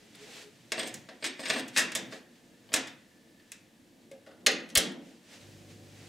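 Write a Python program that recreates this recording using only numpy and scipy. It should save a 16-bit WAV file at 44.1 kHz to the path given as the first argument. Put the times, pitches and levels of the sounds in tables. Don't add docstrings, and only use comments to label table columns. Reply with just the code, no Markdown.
import sys
import numpy as np
from scipy import signal
from scipy.fft import rfft, irfft, next_fast_len
from scipy.io import wavfile

SR = 44100
rng = np.random.default_rng(int(sys.argv[2]) if len(sys.argv) > 2 else 0)


def dump(signal):
    limited = np.clip(np.atleast_2d(signal).T, -1, 1)
    pcm = np.round(limited * 32767).astype(np.int16)
    wavfile.write(sys.argv[1], SR, pcm)


def undo_db(level):
    steps = np.asarray(level, float) / 20
    return 10 ** steps


N = 268145

# f/Hz, level/dB per Hz
SHELL = [(100, -52), (170, -9), (322, 3.5), (734, -23), (902, -28), (1500, -57.5), (1670, -8.5), (1870, -1),
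         (3610, -4.5), (7930, -10.5), (15000, -26)]
# f/Hz, level/dB per Hz
CHASSIS = [(100, -43), (170, -9.5), (543, 2.5), (954, -13.5), (1980, 0.5), (2180, -0.5), (2670, -1),
           (2880, 1.5), (3230, 1.5), (9930, -5.5), (15000, -14)]
# t/s, swing peak/dB, boom of the furniture/dB
THUMPS = [
    (1.5, -60, -70),
    (1.779, -56, -45.5),
    (1.95, -62, -46.5),
    (2.739, -53.5, -54.5),
    (4.468, -52.5, -44),
    (4.771, -32, -38.5),
]


def rms_one(x):
    return x / np.sqrt(np.mean(x ** 2) + 1e-20)


def at_hz(points, hz, axis=1):
    return np.interp(np.log(hz + 1), np.log(np.array(points)[:, 0]), np.array(points)[:, axis])


def drift(rate):
    return np.interp(np.arange(N) / SR * rate, np.arange(400), rng.standard_normal(400))


def band(x, low_hz, high_hz):
    return signal.sosfilt(signal.butter(2, [low_hz, high_hz], "band", fs=SR, output="sos"), x)


def swells(s, level_db, rise, hold, fall):
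    t = np.arange(0, N + 32, 32) / SR
    s, level_db, rise, hold, fall = (np.reshape(v, (-1, 1)) for v in (s, level_db, rise, hold, fall))
    before = (s - t) / np.abs(rise)
    after = (t - s - np.abs(hold)) / np.abs(fall)
    away = np.maximum(np.maximum(before, after), 0)
    return np.interp(np.arange(N) / SR, t, np.max(level_db - 20 * away, axis=0))


def resonances(peaks, size):
    hz = np.arange(size // 2 + 1) * SR / size
    centre, width, level_db = np.array(peaks).T[:, :, None]
    return undo_db(level_db) * 1j * hz * width / (centre ** 2 - hz ** 2 + 1j * hz * width)


def coloured(spectrum, side_db, source=None):
    size = next_fast_len(N)
    hz = np.arange(size // 2 + 1) * SR / size
    white = rng.standard_normal((2, N)) * (1 if source is None else source)
    shape = undo_db(at_hz(spectrum, hz)) * [hz ** 0, undo_db(side_db(hz))]
    mid, side = irfft(rfft(white, size) * shape, size)[:, :N]
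    return rms_one(np.array([mid + side, mid - side]))


def floor_side(hz):
    # f/Hz, side minus mid/dB
    width_points = [(60, -21), (110, -8), (200, -14.5), (380, -13), (700, -6.5), (1290, -5.5), (2380, -4),
                    (4400, -15.5), (8120, -9.5), (15000, 0)]
    return at_hz(width_points, hz)


def murmur():
    # f/Hz, level/dB per Hz
    low_floor = [(15, -46), (25, -18), (69, -19.5), (102, -9), (145, -13), (178, -7), (238, -4),
                 (361, -6.5), (396, -36.5), (428, -12), (601, -17.5), (734, -21.5), (1000, -27),
                 (1300, -57), (2200, -120)]
    # t/s, hold/s, level/dB
    moves = [
        (.06, 0.63, -70),
        (0.948, .04, -55.5),
        (1.533, .4, -63.5),
        (1.996, 0.1, -57),
        (2.385, 0.017, -78),
        (2.728, 0.222, -63.5),
        (3.62, .03, -73),
        (4.12, .02, -73),
    ]
    # t/s, hold/s, level/dB
    creaks = [
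        (0.038, .005, -59),
        (0.228, .07, -57),
        (0.47, .005, -56.5),
    ]
    upper = coloured([(110, -53.0)] + [p for p in low_floor if p[0] > 130], floor_side)
    building = coloured([p for p in low_floor if p[0] < 160] + [(190, -41)], floor_side)
    moving = coloured([(60, -42), (90, -15.5), (125, -1), (150, -3.0), (190, -41)], floor_side)
    groan = coloured([(380, -31), (415, 9.0), (435, 2.0), (470, -51.0)], floor_side)
    s, hold, db = np.transpose(moves)
    arm = undo_db(swells(s, db, rise=0.15, hold=hold, fall=0.1))
    s, _, db = np.transpose(THUMPS)
    boom_lag_s = 0.075
    boom = undo_db(swells(s + boom_lag_s, db, rise=0.17, hold=0, fall=0.31))
    level = np.sqrt(undo_db(-61.5) ** 2 + boom ** 2 + (undo_db(2) * arm) ** 2)
    s, hold, db = np.transpose(creaks)
    creak = undo_db(swells(s, db, rise=0.07, hold=hold, fall=0.08))
    return level * undo_db(1.66 * drift(4)) * upper + undo_db(-73) * building + arm * moving + creak * groan


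def room_air():
    # f/Hz, level/dB per Hz
    high_floor = [(410, -36.5), (700, -24), (912, -13), (1250, -1), (1300, -9), (1720, 1), (2020, -2.5),
                  (2520, -7), (2630, -4), (2840, -4), (3160, -3), (6280, -8.5), (7660, -8), (15000, -16.5),
                  (16500, -35)]
    return undo_db(-69) * coloured([(250, -46)] + high_floor, floor_side)


def sleeve():
    # t/s, peak/dB, rise/s, fall/s (for 20 dB)
    rustle = [(.03, -61.5, .5, 8), (.152, -54.5, .04, -0.1), (.235, -51, 0.19, 0.27),
              (.37, -47, 0.34, 0.17), (.42, -49.5, .2, 0.09), (2.127, -47.5, 0.039, 0.12),
              (2.354, -62.5, .02, 0.2), (2.67, -64, .2, 0.2), (3.4, -72, .4, -4), (3.48, -67, .1, 0.7),
              (4.015, -67.5, 0.033, 0.4), (4.42, -65.5, .08, 0), (5.068, -59.5, 0.12, 0.4),
              (5.344, -51, 0.15, .15), (5.412, -56, .08, 0.24), (5.46, -60.5, .9, 1.3),
              (5.712, -56, 0.083, 0.13), (6.028, -56, 0.43, 2)]
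    # f/Hz, level/dB per Hz
    cloth = [(410, 0.5), (700, -4), (1170, -10), (1780, -3), (2160, -3), (2370, -2.5), (3710, -4.5),
             (7600, -9.5), (15000, -28.5)]
    s, db, rise, fall = np.transpose(rustle)
    grain = undo_db(0.5 * drift(46))
    return undo_db(swells(s, db, rise, 0, fall)) * coloured([(200, -61)] + cloth, lambda hz: -9.0 + 0 * hz, grain)


def whine():
    # t/s, hold/s, level/dB, fall/s (for 20 dB)
    motor = [
        (2.22, .3, -70, 2),
        (2.742, .005, -47, -0.08),
        (3.1, 0.34, -66.5, .3),
        (3.461, .06, -68, .18),
    ]
    s, hold, db, fall = np.transpose(motor)
    level_db = swells(s, db, 0.06, hold, fall)
    tone = coloured([(1680, -44), (1750, 0.0), (1790, -8), (1860, -35.0)], floor_side)
    return undo_db(level_db - 6.5) * tone


def playback():
    # f/Hz, level/dB
    mains = [(50, -13), (100, 5), (150, -0.5), (200, -5), (250, -29), (300, -9), (350, -2), (450, -11),
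             (550, -23)]
    # f/Hz, level/dB per Hz
    tape = [(18, -50), (30, -41), (102, -1.5), (355, -4.5), (404, -9.5), (448, -10), (597, -7), (645, -38),
            (716, -13), (1200, -19.5), (1920, -17.5), (6360, -18), (15000, -30.5)]
    mute_lifts_s, flutter_db = 5.45, 1.2
    hum_db = swells(mute_lifts_s, -65.5, rise=0.12, hold=N / SR, fall=1)
    rumble_db = swells(mute_lifts_s, -58, rise=0.25, hold=N / SR, fall=1)
    t = np.arange(N) / SR
    hum = np.zeros(N)
    for hz, db in mains:
        hum += undo_db(db + flutter_db * drift(6)) * np.sin(2 * np.pi * (hz * t + rng.random()))
    rumble = coloured([p for p in tape if p[0] < 1000] + [(1500, -76)], floor_side)
    hiss = coloured([(500, -70)] + [p for p in tape if p[0] > 700], floor_side)
    hiss_gain = undo_db(-64.0) * np.clip((t - 5.3) / 0.096, 0, 1)
    return undo_db(hum_db + 5.5) * hum + undo_db(rumble_db) * rumble + hiss_gain * hiss


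def thumps():
    t, out = np.arange(4000) / SR, np.zeros(N)
    swing = np.sin(2 * np.pi * 75 * t) * np.exp(-(t / 0.0085) ** 2)
    for s, peak_db, _ in THUMPS:
        out[round(s * SR):][:4000] += undo_db(peak_db + 3.5) * swing
    return band(out, 25, 400) * undo_db([[.4], [-.4]])


def touches():
    # t/s, peak/dB
    landings = [
        (4.113, -37),
        (4.274, -42.5),
        (4.314, -62),
    ]
    t, out = np.arange(6000) / SR, np.zeros(N)
    knock = np.sin(2 * np.pi * 540 * t) * np.exp(-t / 0.012) * np.minimum(t / 0.0044, 1)
    for s, peak_db in landings:
        out[round(s * SR):][:6000] += undo_db(peak_db) * knock
    return out


def slides():
    # t/s, hold/s, scrape/dB, steel spring/dB
    scrapes = [
        (.78, 0.035, -43.5, -41.5),
        (0.822, 0.071, -47.5, -45),
        (1.247, 0.017, -38.5, -37.5),
        (1.398, 0.1, -49, -47.5),
        (1.485, 0.11, -42.5, -41),
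        (1.686, 0.0016, -52, -66),
        (1.743, 0.016, -47.5, -56),
    ]
    # f/Hz, width/Hz, level/dB
    pad_spring = [(8250, 81, 18), (8370, 192, -32)]
    s, hold, *levels = np.transpose(scrapes)
    scrape_db, spring_db = (swells(s, db, rise=0.021, hold=hold, fall=0.025) for db in levels)
    slips = (rng.random(N) < 2000 / SR) * undo_db(3.5 * drift(59.06))
    size = next_fast_len(N)
    response = resonances(pad_spring, size).sum(axis=0)
    spring = irfft(rfft(slips * rng.standard_normal(N), size) * response, size)[:N]
    scrape = coloured(SHELL, lambda hz: -14.0 + 0 * hz, slips)
    return undo_db(scrape_db) * scrape + undo_db(spring_db - 4.5) * rms_one(spring)


def hits(events, colour, ring_db, cabinet_db):
    # f/Hz, width/Hz, level/dB
    cabinet = [(261, 67, 1.5), (314, 26.5, 1.5), (503.4, 51, -3.5), (749, 31, -12), (1690, 330, -16.5)]
    size = 4096
    out, t = np.zeros((3, N + size)), np.arange(size) / SR
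    centres = np.geomspace(170, 16000, 30)
    plate = resonances([(hz, 0.26 * hz, 0) for hz in centres], size)
    body = np.vstack([plate, resonances(cabinet, size)])
    for s, peak_db, treble_db, body_db, ms, ring_hz in events:
        contacts = rng.standard_normal(size) * (rng.random(size) < .3)
        rattle = rfft(contacts * np.exp(-t * 1000 / max(ms, .3)) * np.minimum(t / 0.00064, 1))
        tilt = [(750, body_db), (1300, 0.00226), (4500, 0.0087), (7000, treble_db), (14000, 1.55 * treble_db)]
        modes = np.vstack([body, resonances([(ring_hz, 160, 0)], size)])
        plate_db = at_hz(colour, centres) + at_hz(tilt, centres) + 10 * np.log10(centres / 1000)
        case_db = [cabinet_db + db + rng.normal(0, 3) + at_hz(tilt, hz) for hz, _, db in cabinet]
        energy = undo_db(np.r_[plate_db, case_db, ring_db]) * (-1) ** np.arange(len(modes))
        struck, spread = modes * rattle, modes * rattle / np.abs(rattle)
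        blow, radiated = (irfft(energy / np.linalg.norm(m, axis=1) @ m) for m in (struck, spread))
        radiated *= t < .05
        pan_db = rng.normal(0.27, 0.82)
        gain = undo_db(peak_db) / np.abs(band(blow, 1100, 6800)).max()
        rows = np.array([blow * undo_db(pan_db), blow * undo_db(-pan_db), radiated])
        out[:, round(s * SR):][:, :size] += gain * rows
    return out[:, :N]


def by_kind(*kinds):
    return sorted((s, db, treble, body_db, ms, hz) for rows, body_db in kinds for s, db, treble, ms, hz in rows)


def cassette_knocks():
    # t/s, peak/dB, relative treble/dB, rattle/ms, ringing f/Hz
    flat = [(0.7786, -27.5, -22, 3.4, 1870), (0.8301, -30, 1, 3.2, 3150), (0.8734, -34, 12.5, 7.2, 2550),
            (1.0873, -38.5, -5, 8.2, 1840), (1.2248, -31.5, -37, 5.1, 2300),
            (1.3933, -32.5, -14.5, 1.6, 2830), (1.4955, -26, 3, 13, 2000), (1.5594, -28, -11, 10.6, 1714),
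            (2.1231, -35.5, -13, 10, 1730), (2.6888, -47.5, -15, 6, 3140), (2.719, -39, -14, 6, 3810)]
    corner = [
        (0.719, -19, 2.5, 4, 2660),
        (0.7945, -25, -23, 7.3, 3450),
        (1.454, -26.5, -4, 17, 2660),
        (1.5049, -21.5, -29.5, 4.4, 1910),
        (1.7622, -17, -1, 15, 1800),
        (1.95, -19, 8, 11.1, 3550),
        (2.7382, -12, 7.5, 5.1, 2000),
        (2.7603, -18.5, 5, 8.9, 3030),
        (2.8701, -35, 2.5, 11.6, 3550),
    ]
    pins = [(0.1486, -44, -18, 6.5, 3500), (0.9402, -32, 10, 6.1, 6630), (1.2405, -22, 0.5, 18, 2960),
            (1.4335, -32, -15, 25, 1710), (1.5, -15, -3.5, 4, 2540), (1.535, -39, -28, 15, 2110),
            (1.5946, -30, -12.5, 2.7, 3350), (1.6793, -39.5, 10, 6.6, 1890), (1.7718, -13, 5, 17, 2650),
            (1.7806, -17.5, 9.5, 21, 1690), (1.918, -29.5, 3.5, 5, 2600), (2.7295, -29.5, 8, 6, 6900),
            (3.3968, -55.5, -20, 6, 1790), (3.5175, -32.5, 11, 3.2, 2570)]
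    return hits(by_kind((flat, 4), (corner, -9), (pins, -24)), SHELL, ring_db=-7.5, cabinet_db=-7.5)


def button_presses():
    # t/s, peak/dB, relative treble/dB, rattle/ms, ringing f/Hz
    presses = [
        (4.1135, -46, 7.5, 5, 2170),
        (4.2617, -48.5, 0.5, 22, 1450),
        (4.3121, -50.5, -9, 4.7, 1450),
    ]
    dull_db_per_oct = 4
    padded = [(hz, db - dull_db_per_oct * np.log2(max(hz / 1500, 1))) for hz, db in CHASSIS]
    return hits(by_kind((presses, 7)), padded, ring_db=-0.5, cabinet_db=-17)


def deck_snaps():
    # t/s, peak/dB, relative treble/dB, rattle/ms, ringing f/Hz
    slams = [
        (4.4624, -10, -3.5, 5.7, 6540),
        (4.4668, -9.5, -1.5, 3, 2550),
        (4.7554, -12.5, -33, 5.3, 7930),
        (4.7731, -8.5, 6, 1.5, 3350),
        (4.7774, -14, 11.5, 2.1, 7550),
    ]
    # t/s, peak/dB, relative treble/dB, rattle/ms, ringing f/Hz
    relay = [
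        (4.6884, -46.5, 2, 11, 2500),
        (4.6995, -39.5, -1, 7.2, 6130),
        (4.7517, -12, 8.5, 3.4, 3180),
    ]
    # t/s, peak/dB, ringing f/Hz
    loose = [
        (0.0514, -57, 7000),
        (0.153, -44, 8200),
        (1.559, -39, 8230),
        (1.596, -33, 8200),
        (1.678, -41, 7930),
        (4.515, -31, 6540),
        (4.9177, -46, 7750),
    ]
    # bright, without body, 4.2 ms long
    ticks = [(s, peak_db - 8.5, 12, -30, 4.2, hz) for s, peak_db, hz in loose]
    return hits(by_kind((slams, -6), (relay, -30)) + ticks, CHASSIS, ring_db=-7.5, cabinet_db=-21.5)


def room(x):
    # f/Hz, t60/s, level/dB, side minus mid/dB
    decay = [(148, 0.71, -4.5, -27.5), (287, 0.39, 6, -18.5), (790, 0.49, 9, -14), (1680, 0.5, -1.5, -6),
             (3320, 0.39, 0, -9.5), (5900, 0.29, -0.5, -16.5), (9600, 0.22, -9, -1.5),
             (13000, 0.138, -6, 2.5)]
    t, edges = np.arange(SR) / SR, 100 * 2 ** np.arange(0, 7.6, .5)
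    tail = np.zeros((2, SR))
    early = 1 + undo_db(6.5) * np.exp(-t / 0.0052)
    onset = np.clip((t - .0015) / 0.0024, 0, 1)
    for low, high in zip(edges, edges[1:]):
        hz = np.sqrt(low * high)
        fall = undo_db(at_hz(decay, hz, axis=2) - 60 * t / at_hz(decay, hz)) * early * onset
        width = undo_db([[0], [at_hz(decay, hz, axis=3)]])
        tail += band(rng.standard_normal((2, SR)), low, high) * fall * width
    mid, side = signal.fftconvolve(x[None], tail, axes=1)[:, :N]
    return np.array([mid + side, mid - side])


def scene():
    floor = murmur() + room_air()
    sliding, finger = slides(), touches()
    blows = cassette_knocks() + button_presses() + deck_snaps()
    into_room = blows[2] + sliding.mean(axis=0) + undo_db(-8.5) * finger
    tail = undo_db(-33.0) * room(band(into_room, 156, 12000))
    direct = band(blows[:2], 160, 11000) + sliding + finger
    return floor + sleeve() + whine() + playback() + thumps() + direct + tail


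def low_pass(x):
    return signal.sosfilt(signal.butter(12, 16990, fs=SR, output="sos"), x)


def record(dry):
    cut = signal.sosfilt(signal.cheby2(12, 42, 16250, fs=SR, output="sos"), dry)
    return low_pass(cut)


dry = scene()
out = record(dry)
dump(out)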